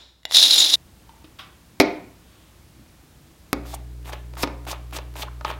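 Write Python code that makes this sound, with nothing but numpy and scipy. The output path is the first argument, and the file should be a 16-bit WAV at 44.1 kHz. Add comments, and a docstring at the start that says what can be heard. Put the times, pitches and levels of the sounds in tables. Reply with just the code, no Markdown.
"""In a small workshop, a sticky hand drill is cranked up close: its bevel gears rattle and squeak,
until the drill sound cuts off abruptly and the background hiss steps up. After a few faint handling
noises a plastic oil bottle is set down on a hard bench, its body and thin wall ringing as it rocks.
A hand grips it, a mains hum sets in, and the fingers spin the ribbed cap off in quick flicks,
skin hissing on the ribs and the cap clicking."""
import sys
import numpy as np
from scipy import signal
from scipy.fft import rfft, irfft, next_fast_len
from scipy.io import wavfile
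from scipy.ndimage import map_coordinates

SR = 44100
rng = np.random.default_rng(int(sys.argv[2]) if len(sys.argv) > 2 else 0)


def store_pcm(level_fs):
    """Save levels as 16-bit WAV."""
    pcm = np.round(np.clip(level_fs, -1, 1) * 32767).astype(np.int16)
    wavfile.write(sys.argv[1], SR, np.atleast_2d(pcm).T)


N = 246519
TIME = np.arange(N) / SR
AGE = TIME[:SR // 3]  # seconds since a hit
CUT_S, GRIP_S = 0.758, 3.53

# Tone of a hard contact. Each row: frequency in Hz, gain in dB.
TICK_EQ = [(30, -42.5), (200, -15), (1000, 7), (4000, -0.5), (7000, -6.5), (9000, -9.5), (11500, 0),
           (16000, -16)]
# Tone of the workshop's reverb. Each row: frequency in Hz, gain in dB.
ROOM_EQ = [(60, -8.5), (300, 1), (600, 4.5), (1200, 1.5), (2400, 0.5), (4500, -4.5), (7000, -7),
           (8500, -13.5), (15000, -23)]


def amp(db):
    """Decibels to gain."""
    return 10 ** (np.asarray(db) / 20)


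def unit(x):
    """Scale to rms 1."""
    return x / np.sqrt(np.mean(x ** 2) + 1e-20)


def noise(samples=N):
    """White noise."""
    return rng.standard_normal(samples)


def along(points, hz):
    """Read (Hz, value) points on a log frequency axis."""
    freqs, values = np.transpose(points)
    return np.interp(np.log(hz + 1), np.log(freqs + 1), values)


def add(track, start, sound):
    """Mix a sound into the track at start seconds."""
    part = track[round(start * SR):][:len(sound)]
    part += sound[:len(part)]


def filtered(x, response):
    """Apply a complex frequency response."""
    size = 2 * next_fast_len(len(x) // 2 + 8192)
    return irfft(rfft(x, size) * response(np.fft.rfftfreq(size, 1 / SR)), size)[:len(x)]


def eq(x, points):
    """Minimum-phase EQ through (Hz, dB) points."""
    def response(hz):
        cepstrum = irfft(np.log(amp(along(points, hz))))
        half = len(cepstrum) // 2
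        return np.exp(rfft(np.r_[cepstrum[0], 2 * cepstrum[1:half], np.zeros(half)]))
    return filtered(x, response)


def resonant(x, modes):
    """Parallel (Hz, width in Hz, dB) resonances of alternating polarity."""
    return filtered(x, lambda f: sum((-1) ** k * amp(db) * 1j * f * bw / (hz * hz - f * f + 1j * f * bw)
                                     for k, (hz, bw, db) in enumerate(modes)))


def impacts(rate, scatter, spread_db, life):
    """Noise bursts of uneven size and timing, rate a second, each decaying over life seconds."""
    beats = np.flatnonzero(np.diff(np.floor(np.cumsum(rate) / SR)))
    timing, strength = rng.standard_normal((len(beats), 2)).T
    hits = np.clip(beats + scatter * timing * SR / rate[beats], 0, N - 1).astype(int)
    sizes = np.bincount(hits, amp(spread_db * np.clip(strength, -2, 2)), N)
    envelope = signal.lfilter([1], [1, -np.exp(-1 / (life * SR))], sizes)
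    return unit(envelope * noise())


def ring(modes, vary_db):
    """One blow on (Hz, dB, T60) modes, each at a random strength; peak 1."""
    x = sum((-1) ** k * amp(db + vary_db * rng.normal() - 60 * AGE / t60) * np.sin(2 * np.pi * hz * AGE)
            for k, (hz, db, t60) in enumerate(modes))
    return x / np.abs(x).max()


def crack(tone, life):
    """A sharp blow drives many close modes about equally hard, and they die together."""
    spectrum = rfft(noise(len(AGE)) * np.exp(-AGE / life))
    flat = irfft(spectrum / np.abs(spectrum), len(AGE)) * np.exp(-AGE / (10 * life))
    burst = eq(flat, tone)
    return burst / np.sqrt(np.sum(burst ** 2)) * np.sqrt(life * SR / 8)


def room(x):
    """The workshop's reverb: each frequency dies at its own speed."""
    # Reverb decay. Each row: frequency in Hz, T60 in seconds.
    decay = [(100, 0.74), (400, 0.46), (1000, 0.5), (2500, 0.49), (5000, .38), (12000, 0.251)]
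    hz, t, bands = signal.stft(noise(SR * 2 // 3), SR, nperseg=256)
    tail = signal.istft(bands * amp(-60 * t / along(decay, hz)[:, None]), SR, nperseg=256)[1]
    tail *= 1 - np.exp(-(TIME[:len(tail)] / 0.0044) ** 2)  # soft onset
    return signal.fftconvolve(x, eq(tail / np.linalg.norm(tail), ROOM_EQ))[:N]


def room_tone():
    """A low bed of background hiss that steps up at CUT_S."""
    # Tone of the air. Each row: frequency in Hz, gain in dB.
    air_eq = [(15, -42.5), (25, -17), (64, -4.5), (152, -9), (253, -14.5), (281, -14.5), (340, -13),
              (399, -22.5), (445, -20), (1300, -26), (2920, -29.5), (3440, -29.5), (15500, -36)]
    return amp(np.where(TIME < CUT_S, -63, -52)) * unit(eq(noise(), air_eq))


def mains_hum():
    """A trace of mains swells to a full hum once the hand is on the bottle."""
    # Mains harmonics. Each row: frequency in Hz, rms level in dB.
    harmonics = [(60, -37.5), (120, -45.5), (180, -61), (300, -59.5), (360, -66), (420, -63)]

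    def tone(hz, db):
        return amp(db) * np.sqrt(2) * np.sin(2 * np.pi * hz * TIME)
    gripped = np.clip((TIME - GRIP_S) / 0.025, 0, 1)
    return (1 - gripped) * tone(60, -60.5) + gripped * sum(tone(hz, db) for hz, db in harmonics)


def handling():
    """Light taps further off, with their reverb, and the faint rustle of a sleeve."""
    # Things touched. Each row: start in seconds, scuff level in dB, ring pitch in Hz,
    # ring level in dB over the scuff, T60 in seconds, attack in seconds.
    touches = [(1.092, -49, 907.5, 13, 0.0446, 0.00108), (1.243, -45.5, 306.4, 7, 0.0615, 0.00047),
               (1.385, -33.5, 1208, -27, .17, .005), (2.794, -55, 221.7, 17.5, 0.0396, 0.0017)]
    # Tone of scuffs and cloth. Each row: frequency in Hz, gain in dB.
    scuff_eq = [(290, -30.5), (500, -17), (1150, -4), (1880, -12), (3570, -3.5), (4220, -12.5), (5130, -13),
                (6690, -27.5), (14000, -30.5)]
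    taps = np.zeros(N)
    for start, db, hz, ring_db, t60, attack in touches:
        scuff = unit(eq(noise(len(AGE)), scuff_eq))
        envelope = amp(db - 60 * AGE / t60) * (1 - np.exp(-(AGE / attack) ** 2))
        add(taps, start, envelope * (scuff + amp(ring_db) * np.sin(2 * np.pi * hz * AGE)))
    sleeve = amp(-61) * np.exp(-((TIME - 2.38) / 0.16) ** 2) * unit(eq(noise(), scuff_eq))
    return taps + sleeve + amp(-5.5) * room(taps)


def stroke(touch, slip, swell_db, attack, release):
    """Envelope of a finger stroke: it swells as the finger speeds up, and dies after the slip."""
    progress = np.clip((TIME - touch) / (slip - touch), 0, 1)
    rise = 1 - np.exp(-np.maximum(TIME - touch, 0) / attack)
    fall = np.exp(-np.maximum(TIME - slip, 0) / release)
    return rise * amp(swell_db * (progress - 1)) * fall


def scrape(centre, hz, width):
    """A brief swell of noise in one resonance; width is bandwidth over pitch."""
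    half_length_s = 0.007
    track, band = np.zeros(N), [(hz, width * hz, 0)]
    pitched = unit(resonant(resonant(noise(len(AGE)), band), band))
    add(track, centre - 3 * half_length_s, pitched * np.exp(-(AGE / half_length_s - 3) ** 2))
    return track


def cap():
    """Skin hisses over the ribs and stirs the hollow cap, which clicks at each touch and as it turns."""
    # A finger lands, slides and slips off. Each row: touch and slip times in seconds, relative
    # levels in dB of touch click, slide hiss, cap body and slip hiss, slip pitch in Hz.
    flicks = [(3.651, 3.747, -39.5, -43, -45, -36.5, 7985), (4.044, 4.099, -52, -45.5, -42.5, -51.5, 9140),
              (4.12, 4.133, -47.5, -48, -37.5, -38.5, 3480), (4.369, 4.430, -28.5, -36, -37, -31.5, 11120),
              (4.667, 4.717, -29, -34.5, -33, -33.5, 5093), (4.925, 4.968, -32, -37, -34.5, -36.5, 5472),
              (5.155, 5.226, -29, -37.5, -37, -28.5, 3116), (5.448, 5.505, -13, -47.5, -31.5, -48.5, 4084)]
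    # The cap clicks as the hand touches it and as it turns.
    # Each row: start in seconds, ring level in dB, snap level in dB.
    cap_clicks = [(3.53, -19, -24), (3.739, -32.5, -25), (4.092, -28, -39), (4.132, -29, -23.5),
                  (4.336, -42, -31.5), (4.4327, -14, -6.5), (4.4377, -12, -12.5), (4.474, -25, -21),
                  (4.729, -22.5, -21.5), (4.965, -26, -21), (4.9864, -25.5, -19.5), (5.231, -25.5, -22),
                  (5.41, -28, -29), (5.501, -20.5, -27.5), (5.512, -25.5, -22.5)]
    # Brief pitched scrapes, and the bright ring of the loudest cap snap.
    # Each row: centre in seconds, pitch in Hz, level in dB.
    accents = [(3.74, 884, -32.5), (4.103, 727, -38.5), (4.433, 4770, -26), (5.282, 1139, -37)]
    # Modes of cap and neck. Each row: frequency in Hz, relative level in dB, T60 in seconds.
    cap_modes = [(619.6, -3, 0.0309), (813.5, -1.5, 0.0204), (925.4, -1, 0.0377), (1085.3, -6.5, 0.0513),
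                 (1248, -1.5, 0.0353), (1476, -7, 0.0222), (1738.7, -11, 0.042)]
    # Tones of skin, hollow cap and stiff cap wall. Each row: frequency in Hz, gain in dB.
    skin_eq = [(1500, -26.5), (3500, 5), (5500, 0.5), (7500, -1.5), (10000, -4), (13500, -2), (16000, -8.5)]
    hollow_eq = [(150, -30), (300, 0.5), (450, -6), (650, -3.5), (1100, -3), (1700, -8.5), (2600, -6.5),
                 (3800, -9.5), (6000, -33)]
    snap_eq = [(60, -34.5), (600, 18), (1500, -7.5), (2400, 6), (3000, 0), (3700, 0), (5000, -1),
               (6200, -7), (9000, -20.5), (15500, -29)]
    ribs = impacts(np.full(N, 400), scatter=0.29, spread_db=2.5, life=0.0017)
    stick_slip = impacts(np.full(N, 160), scatter=0.3, spread_db=2.5, life=0.0008)  # on the thread
    rubbing = noise() + amp(-4) * ribs
    hiss_gain, body_gain, bright = np.zeros((3, N))
    clicks = list(cap_clicks)
    for touch, slip, touch_db, slide_db, body_db, slip_db, slip_hz in flicks:
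        hiss_gain += amp(slide_db) * stroke(touch, slip, swell_db=8, attack=0.005, release=0.009)
        body_gain += amp(body_db - 2) * stroke(touch, slip, swell_db=2, attack=0.0026, release=0.028)
        bright += amp(slip_db) * scrape(slip, slip_hz, width=0.8)
        nail = amp(slide_db + 1.5) * crack(TICK_EQ, life=0.00136)
        add(bright, touch - 0.015, nail)  # grazes just ahead of the slide
        clicks.append((touch, touch_db, touch_db))
    bright += hiss_gain * unit(eq(rubbing, skin_eq))
    hollow = body_gain * unit(eq(amp(-5) * ribs + amp(-8) * stick_slip, hollow_eq))
    for centre, hz, db in accents:
        bright += amp(db) * scrape(centre, hz, width=0.413)
    for start, ring_db, snap_db in clicks:
        add(hollow, start, amp(ring_db) * ring(cap_modes, vary_db=2.5))
        add(bright, start, amp(snap_db) * crack(snap_eq, life=0.0027))
    return hollow + bright + room(amp(-12.5) * hollow + amp(-15.5) * bright)


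def bottle():
    """Each contact ticks, rings the bottle's body and wall, and thumps the bench, which rings on."""
    # The bottle lands, is gripped and tips back. Each row: start in seconds, then levels in dB
    # of body, wall, tick and thump.
    contacts = [(1.8, -2, -0.5, -2, -12.5), (3.53, -23, -20, -2.5, -13), (4.436, -19, -20, -26, -16)]
    # Modes of the filled bottle. Each row: frequency in Hz, relative level in dB, T60 in seconds.
    body_modes = [(262.9, -6, .15), (306.6, -1.5, .12), (387, -1, 0.061), (457.4, -6, .06),
                  (505.5, -2.5, 0.069), (613.2, -6.5, .05), (704, -1.5, .05), (779, -5, .036),
                  (888, -6, .04), (1076, -9, .035), (1243.6, -7, 0.038)]
    # Crowded modes of the thin plastic wall. Each row: frequency in Hz, gain in dB.
    wall_eq = [(50, -53.5), (200, -11), (400, -9.5), (700, -7), (1300, -6.5), (1750, -5.5), (2170, 4),
               (2480, 0.5), (2800, -13), (3800, -3.5), (5600, -8), (7000, -18.5), (15000, -35.5)]
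    swell = AGE / 0.0011
    push = np.sin(2 * np.pi * 300 * AGE) * swell * np.exp(1 - swell)
    bench = amp(-17.5 - 60 * AGE / 0.38) * np.sin(2 * np.pi * 288.9 * AGE)
    # After landing it rocks twice, each contact one step later and softer.
    rock_step = np.array([0.0102, -12, -12, -9, -12])
    rocking = [np.array(contacts[0]) + k * rock_step for k in (1, 2)]
    knocks, ticks = np.zeros((2, N))
    for start, body_db, wall_db, tick_db, thump_db in list(contacts) + rocking:
        body = amp(body_db) * ring(body_modes, vary_db=2)
        wall = amp(wall_db) * crack(wall_eq, life=0.00548)
        add(knocks, start, body + wall + amp(thump_db) * (push + bench))
        add(ticks, start, amp(tick_db) * crack(TICK_EQ, life=0.001))
    send = knocks + amp(-11) * ticks  # small, close ticks hardly stir the room
    return knocks + ticks + amp(-10) * room(send)


def gear_force():
    """Teeth strike the two pinions and rub between blows; now and then one binds and jumps."""
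    # Effort on the crank. Each row: time in seconds, relative level in dB.
    cranking = [(0.29, -49), (0.348, -11), (0.53, -16), (0.624, -13.5), (0.634, -18.5), (0.664, -13.5),
                (0.678, -19), (0.755, -19.5)]
    # Crank speed. Each row: time in seconds, teeth per second.
    speed = [(.27, 92.3), (.35, 206.2), (.5, 200), (.62, 315), (.75, 200.5)]
    # Hardest jumps of a binding tooth. Each row: start in seconds, relative level in dB.
    jolts = [(.3204, -14), (0.3451, 0.5), (.3673, 4.5), (.3821, -2.5), (.4325, -0.5), (.5067, -1.5),
             (.5594, -1.5), (.5795, 1.5), (.6014, -1.5), (.619, -2.5), (.6993, -8)]
    times, effort_db = np.transpose(cranking)
    outside_s = np.maximum(times[0] - TIME, 0) + np.maximum(TIME - times[-1], 0)
    effort = amp(np.interp(TIME, times, effort_db)) * np.exp(-outside_s / 0.0082)
    rate = np.interp(TIME, *np.transpose(speed))
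    driven = impacts(rate, scatter=0.08, spread_db=1, life=0.0007)
    idler = impacts(rate, scatter=0.64, spread_db=4, life=0.0016)
    teeth = unit(driven + amp(-1) * idler + amp(0.5) * noise())
    # Dry gears bind and free up: a smooth wobble, 70 changes a second.
    binding_db = 1.857 * map_coordinates(noise(4096), [TIME * 70], mode="wrap")
    force = effort * teeth * amp(binding_db - 1.5)
    for start, db in jolts:
        add(force, start, amp(db - 7) * np.exp(-AGE / 0.0044) * noise(len(AGE)))
    return force, teeth, effort


def drill():
    """The gear teeth click and ring the steel, the dry spindle squeaks and the loose crank clanks."""
    # Modes of wheel, pinions and frame. Each row: frequency in Hz, width in Hz, relative gain in dB.
    gear_modes = [(335.3, 40, -25.5), (2717.5, 73, -16.5), (3528, 250, -5), (3665.4, 110, 0.5),
                  (3811, 76, 0.5), (4090, 130, -0.5), (4451, 860, -8), (4747, 500, -4.5),
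                  (5170, 560, -11.5), (6466, 680, -18), (6896, 260, -15.5), (10198, 1200, -19.5),
                  (10529, 300, -19)]
    # Dry click of a tooth. Each row: frequency in Hz, gain in dB.
    tooth_eq = [(60, -33.5), (200, -17.5), (330, -5.5), (650, 0), (1300, -6.5), (2200, 0), (5000, -1),
                (8300, -9), (10500, 0), (12000, -0.5), (15500, -9)]
    # Spindle squeaks. Each row: start in seconds, pitch in Hz, level in dB, rise in seconds.
    squeaks = [(.538, 11070, -20.5, .003), (.538, 15100, -28.5, .002), (.582, 6900, -16, .011)]
    # The crank takes up its slack. Each row: start in seconds, ring level in dB, tick in dB over it.
    slack = [(.232, -42, -9), (.2528, -13, -9), (.311, -17, -6.5), (.321, -20.5, 1.5)]
    # Modes of the loose crank. Each row: frequency in Hz, relative level in dB, T60 in seconds.
    crank_modes = [(685.1, -7, 0.0079), (2000, -9, .014), (2850.8, -11, .04), (3450, -2, .014),
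                   (3834.6, -3, .012), (4544, -6.5, .014), (5420, -8.5, .012), (7140, -14, .025),
                   (10550, -26, .04)]
    force, teeth, effort = gear_force()
    steel = resonant(force, gear_modes) / np.std(resonant(teeth, gear_modes))
    clatter = eq(amp(-12) * force + amp(-14.5) * effort * noise(), tooth_eq)
    for start, hz, db, rise in squeaks:
        waver = 0.2 * np.cumsum(noise())
        swell = np.maximum(TIME - start, 0) / rise
        steel += amp(db) * swell * np.exp(1 - swell) * np.sin(2 * np.pi * hz * TIME + waver)
    for start, db, tick_db in slack:
        clank = ring(crank_modes, vary_db=3) + amp(tick_db) * crack(TICK_EQ, life=0.0014)
        add(steel, start, amp(db) * clank)
    direct = steel + clatter
    reverb = amp(-13) * room(direct)
    # A fading wash opens the scene: the room still rings with an earlier turn of the crank.
    hiss = noise()
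    wash = unit(resonant(hiss, gear_modes)) + amp(-3.5) * hiss
    lingering = amp(-46.5 - 60 * TIME / 0.6) * unit(eq(wash, ROOM_EQ))
    gate = np.clip((CUT_S - TIME) / 0.001, 0, 1)  # cuts off abruptly, reverb and all
    return (direct + reverb + lingering) * gate


def scene():
    """All sources in one mono mix."""
    return (drill() + bottle() + cap() + handling() + room_tone() + mains_hum())[None]


def record(dry):
    """Soft-clip the loudest peaks and cut the very top of the treble."""
    clipped = dry[0] / (1 + np.abs(dry[0]) ** 8) ** (1 / 8)
    return filtered(clipped, lambda hz: hz < 15950)[None]


dry = scene()
out = record(dry)
store_pcm(out)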